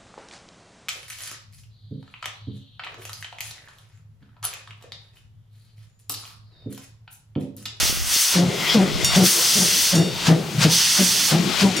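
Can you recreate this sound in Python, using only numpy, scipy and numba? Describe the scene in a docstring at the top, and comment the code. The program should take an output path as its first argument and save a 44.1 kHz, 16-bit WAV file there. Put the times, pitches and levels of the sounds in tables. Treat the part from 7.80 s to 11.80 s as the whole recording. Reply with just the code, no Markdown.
"""Steam locomotive with bell

Exhaust beats each hiss, then boom as a wavering chimney tone in a dull roar, with a tail from the valley.
A cylinder cock blows long jets of coloured noise; a second leak and a hoarse wheeze seethe mostly to the left.
A small bell rings as decaying sines, with a few dull knocks as pulses; wheels and boiler rumble as low noise
and wind flutters as band-passed noise. A gain control ducks everything when the sound is loud."""
import sys
import numpy as np
from scipy import signal
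from scipy.fft import rfft, irfft
from scipy.io import wavfile
from scipy.ndimage import uniform_filter1d
from numba import njit

SR = 44100
rng = np.random.default_rng(int(sys.argv[2]) if len(sys.argv) > 2 else 0)


def attenuation_scalar(level_db):
    """Turn a level in dB into a linear amplitude multiplier (20 dB per decade)."""
    decades = np.asarray(level_db, float) / 20
    return 10 ** decades


def dump(signal):
    """Clip the signal to [-1, 1] and save it as 16-bit WAV at the path in sys.argv[1]."""
    limited = np.clip(np.atleast_2d(signal).T, -1, 1)
    pcm = np.round(limited * 32767).astype(np.int16)
    wavfile.write(sys.argv[1], SR, pcm)


N = 176400  # samples


def curve(table, column=1):
    """Linear interpolation: a table column joined by straight lines in time."""
    rows = np.array(table, float)
    return np.interp(np.arange(N) / SR, rows[:, 0], rows[:, column])


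def unit(x):
    """Normalisation: scale to rms 1."""
    return x / np.sqrt(np.mean(x ** 2))


def walk(rate):
    """Band-limited fluctuation: random levels, rate per second, smoothed twice; rms 1."""
    hold = max(int(SR / rate), 2)
    steps = np.repeat(rng.standard_normal(N // 40), hold)[:N]
    return unit(uniform_filter1d(uniform_filter1d(steps, hold), hold))


def at_hz(table, hz):
    """Spectral envelope: a table read on a log-frequency axis."""
    rows = np.array(table, float)
    return np.interp(np.log(hz + 1), np.log(rows[:, 0]), rows[:, 1])


def panned(x, pan_db):
    """Interchannel level difference: tilt a sound by pan_db, left minus right."""
    return x * attenuation_scalar(np.array([[.5], [-.5]]) * pan_db)


# Likeness of left and right noise. Each row: frequency in Hz, correlation from 0 to 1.
LEFT_RIGHT_LIKENESS = [(150, 1), (400, 0.6), (1000, 0.56), (2000, 0.71), (4500, 0.94), (8000, 0.78),
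                       (13000, 0.73)]


def steam(colour, flicker_db, spit):
    """Turbulent noise: partly correlated stereo in a colour, octave bands flickering independently; rms 1."""
    hz = np.arange(N // 2 + 1) * SR / N
    like = np.clip(at_hz(LEFT_RIGHT_LIKENESS, hz), 0, 1)
    grain = attenuation_scalar(spit * rng.exponential(1, N))  # spit: mean lift of single samples in dB
    gain = attenuation_scalar(at_hz(colour, hz))
    mid = rfft(grain * rng.standard_normal(N)) * gain * np.sqrt(1 + like)
    side = rfft(grain * rng.standard_normal(N)) * gain * np.sqrt(1 - like)
    left_right = np.array([mid + side, mid - side])
    out, octave = 0, np.log2(hz + 1)
    for centre in range(4, 15):  # bands centred on 2 ** centre Hz
        share = np.cos(np.pi / 2 * np.clip(octave - centre, -1, 1)) ** 2
        out = out + attenuation_scalar(flicker_db * walk(18)) * irfft(share * left_right, N)
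    return unit(out)


# Exhaust beats. Each row: boom start in seconds, boom level in dB, chimney pitch in Hz,
# pitch sag in Hz per second, hold in seconds, hiss level in dB.
EXHAUST_BEATS = [(.545, -12, 181.7, 1.5, .07, -16.5), (.94, -9, 218.6, 449, 0.069, -18.5),
                 (1.355, -8.5, 183, 0.5, 0.069, -18), (1.745, -11, 189.2, -2, 0.061, -24),
                 (2.12, -7, 172.1, -48, 0.071, -20), (2.47, -5.5, 160.4, -0.5, 0.04, -16.5),
                 (2.835, -7.5, 166.6, -1.5, 0.013, -10.5), (3.18, -7, 190, -1.5, 0.017, -13.5),
                 (3.51, -6, 172, 2, 0.02, -11.5), (3.81, -9, 189, 8.5, 0.046, -15)]
BOOM_ATTACK_S, BOOM_RELEASE_S = .022, 0.013
RING_ON_DB, RING_ON_S = -6.5, 0.05  # the chimney rings on, softer, after each boom
HISS_RISE_S, HISS_FALL_S = 0.02, 0.046


def exhaust_beats():
    """Pulsed flow: the envelopes of boom and hiss, and the chimney pitch, set by each release of steam."""
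    t = np.arange(N) / SR
    boom, hiss, pitch = np.zeros(N), np.zeros(N), np.full(N, 1. * EXHAUST_BEATS[0][2])
    ring = attenuation_scalar(RING_ON_DB)
    for start, db, hz, sag, hold, hiss_db in EXHAUST_BEATS:
        u = t - start
        late = np.maximum(u - BOOM_ATTACK_S - hold, 0)
        fall = (1 - ring) * np.exp(-late / BOOM_RELEASE_S) + ring * np.exp(-late / RING_ON_S)
        rise = np.sin(np.pi / 2 * np.clip(u / BOOM_ATTACK_S, 0, 1)) ** 2
        boom += attenuation_scalar(db) * rise * fall
        # the hiss swells until the boom starts, then dies away
        hiss += attenuation_scalar(hiss_db) * np.exp(np.minimum(u / HISS_RISE_S, -u / HISS_FALL_S))
        begun = u > -.05
        pitch[begun] = (hz - sag * np.clip(u, 0, .15))[begun]
    return boom, hiss, pitch


# Chimney overtones. Each row: multiple of the pitch, level in dB before fluctuation.
CHIMNEY_OVERTONES = [(2, -13.5), (3, -18.5), (4, -20.5), (5, -25)]
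# Colour of the roar around the tone. Each row: frequency in Hz, relative level in dB per Hz.
ROAR_COLOUR = [(40, -36), (100, -7), (150, 3.5), (250, 0), (300, -5.5), (500, -8.5), (570, -10.5),
               (850, -14), (950, -22.5), (2000, -18), (3000, -60)]
# Colour of the exhaust hiss. Each row: frequency in Hz, relative level in dB per Hz.
HISS_COLOUR = [(350, -3), (600, 1.5), (1590, 4.5), (1850, 0), (2270, 3.5), (3990, 4), (5050, 4),
               (16000, -18.5)]
PITCH_WAVER, BOOM_THROB_DB = .045, 1.6  # rms: fraction of the pitch, level of the fundamental
ROAR_DB = -8  # before the boom envelope


def exhaust(boom, hiss, pitch):
    """Pipe resonance: a wavering harmonic chimney tone within a dull roar, led in by a jet hiss."""
    phase = 2 * np.pi * np.cumsum(pitch * (1 + PITCH_WAVER * walk(45))) / SR
    tone = attenuation_scalar(BOOM_THROB_DB * walk(46)) * np.sin(phase)
    for multiple, db in CHIMNEY_OVERTONES:
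        wander = 2.2 * walk(40)  # radians
        tone += attenuation_scalar(db + 4.26 * walk(60)) * np.sin(multiple * phase + wander)
    roar = attenuation_scalar(ROAR_DB) * steam(ROAR_COLOUR, flicker_db=1.5, spit=0)
    chimney = boom * (np.sqrt(2) * tone + roar)
    jet_hiss = hiss * steam(HISS_COLOUR, flicker_db=0, spit=0.8)
    return panned(chimney, 1.9) + panned(jet_hiss, 2.1)


# Colour of the echo tail. Each row: frequency in Hz, relative level in dB per Hz.
ECHO_COLOUR = [(24, -54), (40, -39.5), (134, -4.5), (168, -1), (262, -11), (302, -9.5), (358, -8.5),
               (606, -19), (969, -25), (1200, -30), (1560, -47), (2640, -120)]
ECHO_T60_S, ECHO_DB = 1.27, -10.5


def valley(boom):
    """Diffuse reverberation: each boom comes back from house fronts and slopes as a dull decaying tail."""
    fade = np.exp(-2 * np.log(1000) / ECHO_T60_S / SR)
    power = signal.lfilter([20 / SR], [1, -fade], boom ** 2)
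    tail = attenuation_scalar(ECHO_DB) * np.sqrt(power) * steam(ECHO_COLOUR, flicker_db=5, spit=0)
    return panned(tail, 1.9)


# Cylinder cock jet. Each row: time in seconds, level in dB, lift of the treble in dB.
JET_COURSE = [(0, -18, -3), (.09, -17, -1.5), (.13, -28.5, 4.5), (.24, -28, -4), (.33, -17.5, -1),
              (.42, -9.5, -3), (.53, -12, -5), (.6, -17.5, -27), (.68, -50, -9), (1.3, -82, -33),
              (1.36, -14, -8), (1.42, -18.5, -2), (1.465, -2.5, 2.5), (1.56, -5, -2), (1.9, -4.5, -6),
              (2.1, -5.5, -5), (2.15, -10.5, -14), (2.25, -33.5, -3), (2.86, -50.5, 12.5), (2.9, -13, -12),
              (2.925, -6.5, -10), (3.0, -3.5, -11.5), (3.3, -4.5, -8), (3.49, -7.5, -3.5), (3.55, -25, -4),
              (3.62, -52, -9), (4, -36, -26)]
# Colour of the jet before the treble lift. Each row: frequency in Hz, relative level in dB per Hz.
JET_COLOUR = [(500, -29), (900, -18), (1500, -13), (2100, -8.5), (2330, -13), (2600, -7.5), (3500, -3),
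              (3900, -8), (4400, -1.5), (5300, -1), (6200, 1), (6500, -1), (7000, -7), (8300, -4),
              (10000, -5), (11500, -9), (15700, -9.5)]
# Place of the jet. Each row: time in seconds, left minus right in dB.
JET_PLACE = [(0, .5), (1.8, 1), (2.5, 1), (3.4, -2), (4, -2.5)]
JET_TREBLE_HZ = 7400


def cock_jet():
    """Jet noise: long blasts of turbulent steam whose treble share drifts."""
    x = steam(JET_COLOUR, flicker_db=1.2, spit=0.5)
    high_pass = signal.butter(1, JET_TREBLE_HZ, "high", fs=SR, output="sos")
    treble = signal.sosfiltfilt(high_pass, x)
    x = x + (attenuation_scalar(curve(JET_COURSE, column=2)) - 1) * treble
    level = attenuation_scalar(curve(JET_COURSE) + 0.2 * walk(9.6))
    return panned(level * x, curve(JET_PLACE))


# Second leak. Each row: time in seconds, level in dB, left minus right in dB.
LEAK_COURSE = [(0, -24, -3), (.2, -36.5, -5), (.62, -27.5, 5.5), (.75, -28, 3), (.92, -24.5, 3.5),
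               (1.02, -23.5, 3), (1.2, -26.5, 6), (1.4, -17, 2), (2.1, -21.5, -1), (2.27, -26.5, 6.5),
               (2.45, -25, 2), (2.62, -31, 5), (2.78, -33.5, 7), (3.4, -22, 2), (3.6, -22.5, 7.5),
               (3.79, -20.5, 8.5), (3.9, -23.5, 5.5), (4, -25.5, 13)]
# Colour of the leak. Each row: frequency in Hz, relative level in dB per Hz.
LEAK_COLOUR = [(350, -18), (600, -7.5), (1400, -5), (1740, -10.5), (1940, -6), (3260, -3.5), (3690, -4.5),
               (4230, -5), (6920, -11.5), (9090, -18), (15700, -25.5)]
# Hoarse wheeze of steam. Each row: time in seconds, level in dB.
WHEEZE_COURSE = [(0, -54), (.62, -55), (.74, -30.5), (.92, -23), (.99, -31), (1.1, -33), (1.22, -29),
                 (1.35, -30), (1.5, -55), (4, -50)]
# Colour of the wheeze, mainly two bands. Each row: frequency in Hz, relative level in dB per Hz.
WHEEZE_COLOUR = [(1500, -48), (1900, -2.5), (2100, 2), (2350, -9), (2800, -13), (3250, -1), (3500, -0.5),
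                 (3750, -28), (4400, -21), (5150, -3.5), (5600, -18), (7000, -31)]


def leak():
    """Orifice noise: a broad seething and a two-band wheeze share one place."""
    seethe = attenuation_scalar(curve(LEAK_COURSE)) * steam(LEAK_COLOUR, flicker_db=1.5, spit=1.1)
    wheeze = attenuation_scalar(curve(WHEEZE_COURSE)) * steam(WHEEZE_COLOUR, flicker_db=4, spit=0.4)
    return panned(seethe + wheeze, curve(LEAK_COURSE, column=2))


# Bell blows. Each row: time in seconds, level in dB.
BELL_STROKES = [(.34, -26), (1.246, -18.5), (2.152, -18.5), (3.06, -27), (3.966, -24.5)]
# Bell mode frequencies, one per mode, in Hz.
BELL_MODE_HZ = [2826, 3644, 4533, 4953, 5496, 5652, 6541, 7084, 7224, 7660, 8791, 10130, 10650, 12470,
                14460, 5580, 5760]
# Bell modes in the same order. Each row: level in dB relative to the blow,
# 60 dB decay time in seconds before the cap below.
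BELL_MODES = [(-7.5, 2.1), (-2.5, 2.6), (-3.5, 1.65), (-11, 0.34), (0.5, 0.5), (2, 0.16), (0.5, 0.14),
              (-2.5, .3), (-4, 0.29), (-7, 0.48), (-1, 0.26), (-11, 0.35), (-11, 0.31), (-12, .2),
              (-11, 0.15), (-1, 0.052), (-2, 0.076)]
BELL_LONGEST_T60_S = 1.0


def bell():
    """Modal synthesis: the clapper ticks and the bell's modes die away exponentially."""
    out = np.zeros(N)
    for start, db in BELL_STROKES:
        i = int(start * SR)
        u = np.arange(N - i) / SR
        ring = attenuation_scalar(2) * rng.standard_normal(N - i) * np.exp(-u / .002)  # clapper tick
        turns = rng.random(len(BELL_MODES))  # starting phases
        for hz, (mode_db, t60), turn in zip(BELL_MODE_HZ, BELL_MODES, turns):
            decay = np.exp(-np.log(1000) * u / min(t60, BELL_LONGEST_T60_S))
            ring += attenuation_scalar(mode_db) * np.sin(2 * np.pi * (hz * u + turn)) * decay
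        out[i:] += attenuation_scalar(db) * ring
    return out


# Small dull knocks close by. Each row: time in seconds, level in dB.
KNOCK_BLOWS = [(.031, -14.5), (.054, -18), (.098, -17), (.106, -19), (0.127, -17), (.173, -22), (.204, -28),
               (.363, -17.5)]
KNOCK_S = 0.00058  # time constant


def knocks():
    """Impulsive excitation: each knock is one soft push and rebound."""
    t, out = np.arange(N) / SR, np.zeros(N)
    for start, db in KNOCK_BLOWS:
        u = np.clip((t - start) / KNOCK_S, 0, 60)
        out += attenuation_scalar(db) * np.e * u * np.exp(-u) * (1 - u / 2)
    return out


# Colour of the rumble of wheels and boiler. Each row: frequency in Hz, relative level in dB per Hz.
RUMBLE_COLOUR = [(25, -30), (100, -3), (200, 4), (300, 1.5), (700, -12.5), (1500, 1), (3000, -29),
                 (5000, -52)]


def rumble():
    """Broadband rolling noise: a quiet, flickering bed from wheels and boiler."""
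    return attenuation_scalar(-44) * steam(RUMBLE_COLOUR, flicker_db=2.5, spit=0)


WIND_DB, WIND_BEAT_DB = -32, -40  # steady part before fluctuation, part driven by the boom envelope
WIND_BAND_HZ = [30, 82]


def wind(boom):
    """Pressure fluctuation: a low flutter, opposite on two microphone ports, swelling with each boom."""
    band = signal.butter(2, WIND_BAND_HZ, "band", fs=SR, output="sos")
    flutter = unit(signal.sosfilt(band, rng.standard_normal(N)))
    swell = attenuation_scalar(WIND_DB + 9 * walk(5.7)) + attenuation_scalar(WIND_BEAT_DB) * uniform_filter1d(boom, 3000)
    return swell * flutter * np.array([[1], [-1]])


def scene():
    """Superposition: all sources added together."""
    boom, hiss, pitch = exhaust_beats()
    locomotive = exhaust(boom, hiss, pitch) + valley(boom) + cock_jet() + leak()
    return locomotive + bell() + knocks() + rumble() + wind(boom)


@njit
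def follow(x, up, down):
    """Envelope detection: a peak follower, quick up and slow down."""
    e, out = x[0], np.empty(len(x))
    for i in range(len(x)):
        e += (x[i] - e) * (up if x[i] > e else down)
        out[i] = e
    return out


def top_cut(x):
    """Nothing passes above the cut-off."""
    return signal.sosfilt(signal.butter(12, 17080, fs=SR, output="sos"), x)


AGC_TOP_DB, AGC_RATIO, AGC_BASS_CUT_HZ = -13.5, 5, 310
AGC_ATTACK_S, AGC_RELEASE_S = 0.0021, 0.22
TOP_HZ = 15850


def record(dry):
    """Dynamic range compression: gain control, less sensitive to bass, ducks loud sound; the top is cut."""
    bass_cut = signal.butter(1, AGC_BASS_CUT_HZ, "high", fs=SR, output="sos")
    peak = np.abs(signal.sosfilt(bass_cut, dry)).max(0)
    peak[0] = 2 * peak[:2000].mean()  # starting level of the follower
    envelope = follow(peak, 1 / (AGC_ATTACK_S * SR), 1 / (AGC_RELEASE_S * SR))
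    gain = np.minimum(attenuation_scalar(AGC_TOP_DB) / envelope, 1) ** (1 - 1 / AGC_RATIO)
    low_pass = signal.ellip(10, .2, 70, TOP_HZ, fs=SR, output="sos")
    mix = signal.sosfilt(low_pass, dry * gain * attenuation_scalar(0.5))
    return top_cut(mix)


dry = scene()
out = record(dry)
dump(out)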